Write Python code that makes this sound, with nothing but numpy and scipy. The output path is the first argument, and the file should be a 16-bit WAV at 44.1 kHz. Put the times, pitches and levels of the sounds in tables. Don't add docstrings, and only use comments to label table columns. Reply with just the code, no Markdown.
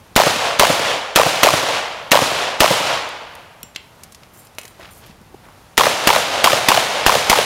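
import sys
import numpy as np
from scipy import signal
from scipy.fft import rfft, irfft
from scipy.io import wavfile
from scipy.ndimage import uniform_filter1d

SR = 44100
rng = np.random.default_rng(int(sys.argv[2]) if len(sys.argv) > 2 else 0)


def to_wav(sig):
    pcm = np.clip(np.atleast_2d(sig), -1, 1) * 32767
    pcm = np.round(pcm).astype(np.int16)
    wavfile.write(sys.argv[1], SR, pcm.T)


N = 328537

# frequency in Hz, level in dB.
CRACK_SPECTRUM = [(30, -61), (200, 11), (700, 12.5), (3000, 10.5), (6000, 3), (10000, -2), (16000, -0.5)]
# frequency in Hz, level in dB.
SCATTER_SPECTRUM = [(30, -17), (250, -9.5), (600, 3.5), (1200, 7), (2000, -12.5), (4000, -23),
                    (8000, -31.5), (16000, -14)]


def amp(db):
    return 10 ** (np.asarray(db) / 20)


def unit_rms(x):
    return x / np.sqrt(np.mean(x ** 2) + 1e-20)


def curve_at(points, hz):
    freqs, values = np.transpose(points)
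    return np.interp(np.log(hz + 1), np.log(freqs + 1), values)


def add(mix, start_s, sound):
    part = mix[max(round(start_s * SR), 0):][:len(sound)]
    part += sound[:len(part)]


def noise(spectrum, size):
    gain = amp(curve_at(spectrum, np.fft.rfftfreq(size, 1 / SR)))
    return unit_rms(irfft(rfft(rng.standard_normal(size)) * gain, size))


def waver(size, span):
    return unit_rms(uniform_filter1d(rng.standard_normal(size), size=span))


def hump(hz, skirt_db=-20):
    return [(hz / 16, 2 * skirt_db), (hz / 4, skirt_db), (hz / 2, -3),
            (hz, 0), (hz * 2, -7), (hz * 4, skirt_db)]


def arch(t, length):
    return np.sin(np.pi * np.clip(t / length, 0, 1)) ** 2


def swell(t, centre, width):
    return np.exp(-((t - centre) / width) ** 2)


def ring(modes, t, tuning=1):
    return sum(amp(db - 60 * t / t60) * np.sin(2 * np.pi * hz * tuning * t) for hz, db, t60 in modes)


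def wind(breeze_db=-58, rumble_hz=55):
    # peak time in seconds, width in seconds, dB above the breeze.
    gusts = [(0, .4, 9), (5.15, .55, 11)]
    t = np.arange(N) / SR
    level_db = breeze_db + sum(db * swell(t, s, width) for s, width, db in gusts)
    return amp(level_db) * noise(hump(rumble_hz, skirt_db=-16) + [(1500, -44), (4000, -100)], N)


def air(level_db=-47, waver_db=1):
    # frequency in Hz, relative level in dB.
    spectrum = [(15, -49), (25, -1), (108, -0.5), (317, -10.5), (911, -9), (1740, -16), (2050, -16.5),
                (6380, -25), (7920, -26), (12500, -27), (16000, -29)]
    return amp(level_db + waver_db * waver(N, span=6000)) * noise(spectrum, N)


def blast(blast_db, push_db, lead_s, shock_s=.00038, crack_fall_s=.006, push_s=.005):
    t = np.arange(4096) / SR
    shock = amp(blast_db) * (1 - t / shock_s) * np.exp(-t / shock_s)
    crack_db = 18 + .12 * (blast_db - 24)
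    crack = amp(crack_db) * noise(CRACK_SPECTRUM, len(t)) * np.exp(-t / crack_fall_s)
    push = amp(push_db) * (t / push_s) * np.exp(1 - t / push_s)
    out = amp(-20) * noise(hump(4000), len(t)) * np.exp(-t / .0073)
    add(out, lead_s, push + crack - shock)
    return out


def reflectors(position, bank_hz=595, boom_s=.017):
    # delay in seconds, level in dB, pitch in Hz, firing position.
    fences = [(.0142, 11, 580, 0), (.0205, 2, 750, 0), (.0272, 10, 880, 0), (.0367, 16, 650, 0),
              (.0445, 0, 750, 0), (.050, 2, 950, 0), (.0550, 9, 1020, 0), (.0728, 1.5, 650, 0),
              (.0172, 8, 840, 1), (.030, 13.5, 1000, 1), (.0385, -1, 1000, 1), (.0565, 1, 1100, 1),
              (.062, -2, 520, 1), (.077, -3, 900, 1)]
    # delay and slap length in seconds, slap and boom levels in dB,
    # boom pitch in Hz, firing position.
    banks = [(.0995, .016, 2, -4, 152, 0), (.1975, .006, -5, -20, 170, 0), (.0883, .008, 8.5, -13, 135, 1)]
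    slap_s = (.0038, .0056)[position]
    paths = [(delay, slap_s + .00019 * db, db, hz, 1 + .36 * db)
             for delay, db, hz, place in fences if place == position]
    for delay, length, slap_db, boom_db, boom_hz, place in banks:
        if place == position:
            slap = (length, slap_db, bank_hz)
            boom = (boom_s, boom_db, boom_hz)
            overtone = (boom_s, boom_db - 1.5, 2 * boom_hz)
            paths += [(delay, span, db, hz, db - 6.5) for span, db, hz in (slap, boom, overtone)]
    return paths, min(delay for delay, *_, place in banks if place == position)


def echoes(paths, surfaces, detune=.07, sag=.27, front_s=.001):
    t, out = np.arange(surfaces.shape[1]) / SR, np.zeros(SR // 2)
    for (delay, length, tone_db, hz, scatter_db), surface in zip(paths, surfaces):
        scatter = amp(scatter_db) * unit_rms(surface + noise(SCATTER_SPECTRUM, len(t)))
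        front = amp(scatter_db) * noise(hump(2550), len(t)) * (t / front_s) * np.exp(1 - t / front_s)
        pitch = hz * (1 + detune * rng.standard_normal() + sag * (.5 - t / length))
        tone = amp(tone_db) * np.sin(2 * np.pi * np.cumsum(pitch) / SR)
        add(out, delay, np.sqrt(arch(t, length)) * (tone + scatter) + front)
    return out


def tail(bank_s, level_db=-2, waver_db=.8):
    # frequency in Hz, relative level in dB.
    spectrum = [(25, -52), (70, -8), (150, -4.5), (210, -8.5), (280, -6), (360, -8.5), (480, 0), (640, 2),
                (1100, -2), (1800, -5), (3000, -4), (4500, -7), (9000, -11.5), (16000, -19)]
    # frequency in Hz, seconds to fall 60 dB.
    decay_times = [(60, 1.08), (200, 0.96), (500, 1.39), (1100, 1.493), (3000, 1.315), (7000, 0.91),
                   (12000, .68), (16000, 0.7)]
    hz, frame_s, bands = signal.stft(noise(spectrum, 2 * SR), SR, nperseg=512)
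    decay = amp(-60 * frame_s / curve_at(decay_times, hz)[:, None])
    dying = signal.istft(bands * decay, SR, nperseg=512)[1]
    t = np.arange(len(dying)) / SR
    bank_db = 4 * swell(t, bank_s + .026, width=.046)
    hold_db = 2 * swell(t, .3, width=.06)
    drop_db = -3 * (1 + np.tanh((t - .37) / .03)) / 2
    return dying * amp(level_db + bank_db + hold_db + drop_db + waver_db * waver(len(t), span=150))


def pistol(move_s=4, hammer_lead_s=.006):
    # time of the shot in seconds, blast level in dB, slow gas push in dB.
    shots = [(0.1622, 37, 10), (0.5955, 23, 4.5), (1.1595, 26, 1), (1.4320, 28.5, -3), (2.1166, 25.5, -10),
             (2.6044, 25, 6), (5.7780, 8, 1), (6.0724, 16, 2), (6.442, 16, -10), (6.686, 19, -3),
             (7.0635, 29, 11.5), (7.298, 17, 5.5)]
    out = np.zeros(N)
    for position in range(2):
        paths, bank_s = reflectors(position)
        surfaces = np.array([noise(SCATTER_SPECTRUM, 2048) for _ in paths])
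        for start, blast_db, push_db in shots:
            if (start > move_s) == position:
                add(out, start - hammer_lead_s, blast(blast_db, push_db, hammer_lead_s))
                add(out, start, echoes(paths, surfaces))
                add(out, start, tail(bank_s))
    return out


def gear(bay_db=-13.5, bay_fall_s=.063, chatter=1.3):
    # start in seconds, level in dB, centre in Hz,
    # fall time in seconds, grip ring in relative dB, factor on the grip's pitch.
    clicks = [(3.090, -29, 9000, .0022, -30, .93), (3.352, -36, 10000, .004, -30, 1),
              (3.6308, -17.5, 11000, .0014, -16, .91), (3.749, -39, 3500, .0075, -10, 1),
              (3.7609, -19, 3700, .0026, -1.5, .98), (4.035, -29, 9000, .005, -15, .72),
              (4.122, -37, 8000, .006, -16, 1), (4.147, -35.5, 5500, .0056, -8, .84),
              (4.233, -39.5, 4000, .003, -4, .87), (4.5845, -26.5, 9000, .007, 1.5, .8),
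              (4.653, -33, 7000, .004, -5, .62), (4.679, -34.5, 7000, .003, -3, 1)]
    # frequency in Hz, relative level in dB, seconds to fall 60 dB.
    steel_modes = [(5599, -2, .08), (7381, -4, .22), (15720, -16, .2)]
    grip_modes = [(1740, -6, .012), (3210, 2, .017), (4710, -5, .014), (6690, -10, .009)]
    t, out = np.arange(SR // 2) / SR, np.zeros(N)
    for start, db, hz, fall_s, grip_db, tuning in clicks + rattles():
        tick = noise(hump(hz, skirt_db=-25), len(t)) * np.exp(-t / fall_s)
        steel_db = -24.5 - 10 * np.log2(fall_s / .002)
        steel = amp(steel_db) * ring(steel_modes, t)
        loose = 1 + chatter * noise(hump(350, skirt_db=-36), len(t))
        grip = amp(grip_db) * loose * ring(grip_modes, t, tuning)
        add(out, start, amp(db) * (tick + steel + grip))
    bay = noise(CRACK_SPECTRUM, len(t)) * np.exp(-t / bay_fall_s)
    return out + amp(bay_db) * signal.fftconvolve(out, bay / np.linalg.norm(bay))[:N]


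def feet(step_s=.014, sole_hz=664, sole_db=-1):
    # start in seconds, level in dB, pitch in Hz.
    footfalls = [(3.630, -35, 190), (4.582, -34, 596), (4.643, -41, 400), (5.093, -36, 180),
                 (5.209, -34.5, 185), (5.340, -30.5, 390)]
    # start and nominal length in seconds, level in dB, centre in Hz.
    scuffs = [(4.785, .24, -42, 2200), (5.0, .27, -49, 2800), (5.422, .23, -49, 1100)]
    t, out = np.arange(SR // 2) / SR, np.zeros(N)
    for start, db, hz in footfalls:
        thud = np.sin(2 * np.pi * hz * t) + .45 * noise(hump(hz, skirt_db=-32), len(t))
        add(out, start, amp(db) * arch(t, step_s) * thud)
    for start, length, db, hz in scuffs:
        grit = scrape(length, hz)
        sole = amp(sole_db) * scrape(.8 * length, sole_hz)
        add(out, start, amp(db) * (grit + sole))
    return out


def scrape(length, hz, grain_db=4.2):
    t = np.arange(SR // 2) / SR
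    grains = unit_rms(amp(grain_db * waver(len(t), span=100)))
    return arch(np.sqrt(t / length), .89) * grains * noise(hump(hz, skirt_db=-25.5), len(t))


def brass(knocks=10, rub_db=-2.5):
    # frequency in Hz, relative level in dB, seconds to fall 60 dB.
    brass_modes = [(7400, -6, .12), (9135, 0, .12), (10729, -4, .08), (12064, 1, .09), (12900, -2, .08),
                   (15057, -3, .08)]
    # start in seconds, length in seconds, level in dB.
    jingles = [(4.332, 0.13, -46), (4.592, 0.15, -49.5), (4.908, 0.16, -46.5)]
    t, out = np.arange(SR // 5) / SR, np.zeros(N)
    for start, length, db in jingles:
        add(out, start, amp(db + rub_db) * scrape(length=.23, hz=11500))
        for when, pitch, *touches in rng.random((knocks, 2 + len(brass_modes))):
            modes = [(hz, mode_db + 14 * (touch - 1), t60)
                     for (hz, mode_db, t60), touch in zip(brass_modes, touches)]
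            add(out, start + when * length, amp(db) * ring(modes, t, tuning=.97 + .06 * pitch))
    return out


def rattles(count=2, spread_db=2, hz=7500, fall_s=.004, grip_db=-9):
    # start in seconds, length in seconds, level in dB.
    bouts = [(4.45, .1, -45), (4.605, .03, -37.5)]
    return [(start + length * (k + rng.random()) / count, db + spread_db * rng.standard_normal(),
             hz, fall_s, grip_db, rng.uniform(.75, 1))
            for start, length, db in bouts for k in range(count)]


def scene():
    return (pistol() + gear() + brass() + feet() + wind() + air())[None]


def record(dry, overload_db=12.5, ceiling_db=-2, attack_s=.0008, recover_db_per_s=45,
           coupling_hz=50, treble_hz=14000, notch_hz=8110, edge_hz=15900):
    x = dry[0] / (1 + (dry[0] / amp(overload_db)) ** 6) ** (1 / 6)
    over_db = np.maximum(20 * np.log10(abs(x) + 1e-9) - ceiling_db, 0)
    recovery_db = np.arange(N) * recover_db_per_s / SR
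    held_db = np.maximum.accumulate(over_db + recovery_db) - recovery_db
    pole = np.exp(-1 / (attack_s * SR))
    reduction_db = signal.lfilter([1 - pole], [1, -pole], held_db)
    x = np.clip(x / amp(reduction_db), -1, 1)
    coupling = signal.butter(1, coupling_hz, "high", fs=SR)
    x = signal.lfilter(*coupling, signal.lfilter(*coupling, x))
    x = signal.lfilter(*signal.butter(2, treble_hz, fs=SR), x)
    narrow_band = x - signal.lfilter(*signal.iirnotch(notch_hz, Q=22, fs=SR), x)
    x = x - .68 * narrow_band
    band_limit = signal.firwin(255, edge_hz, window=("kaiser", 7), fs=SR)
    return signal.oaconvolve(np.clip(x, -1, 1), band_limit, "same")[None]


dry = scene()
out = record(dry)
to_wav(out)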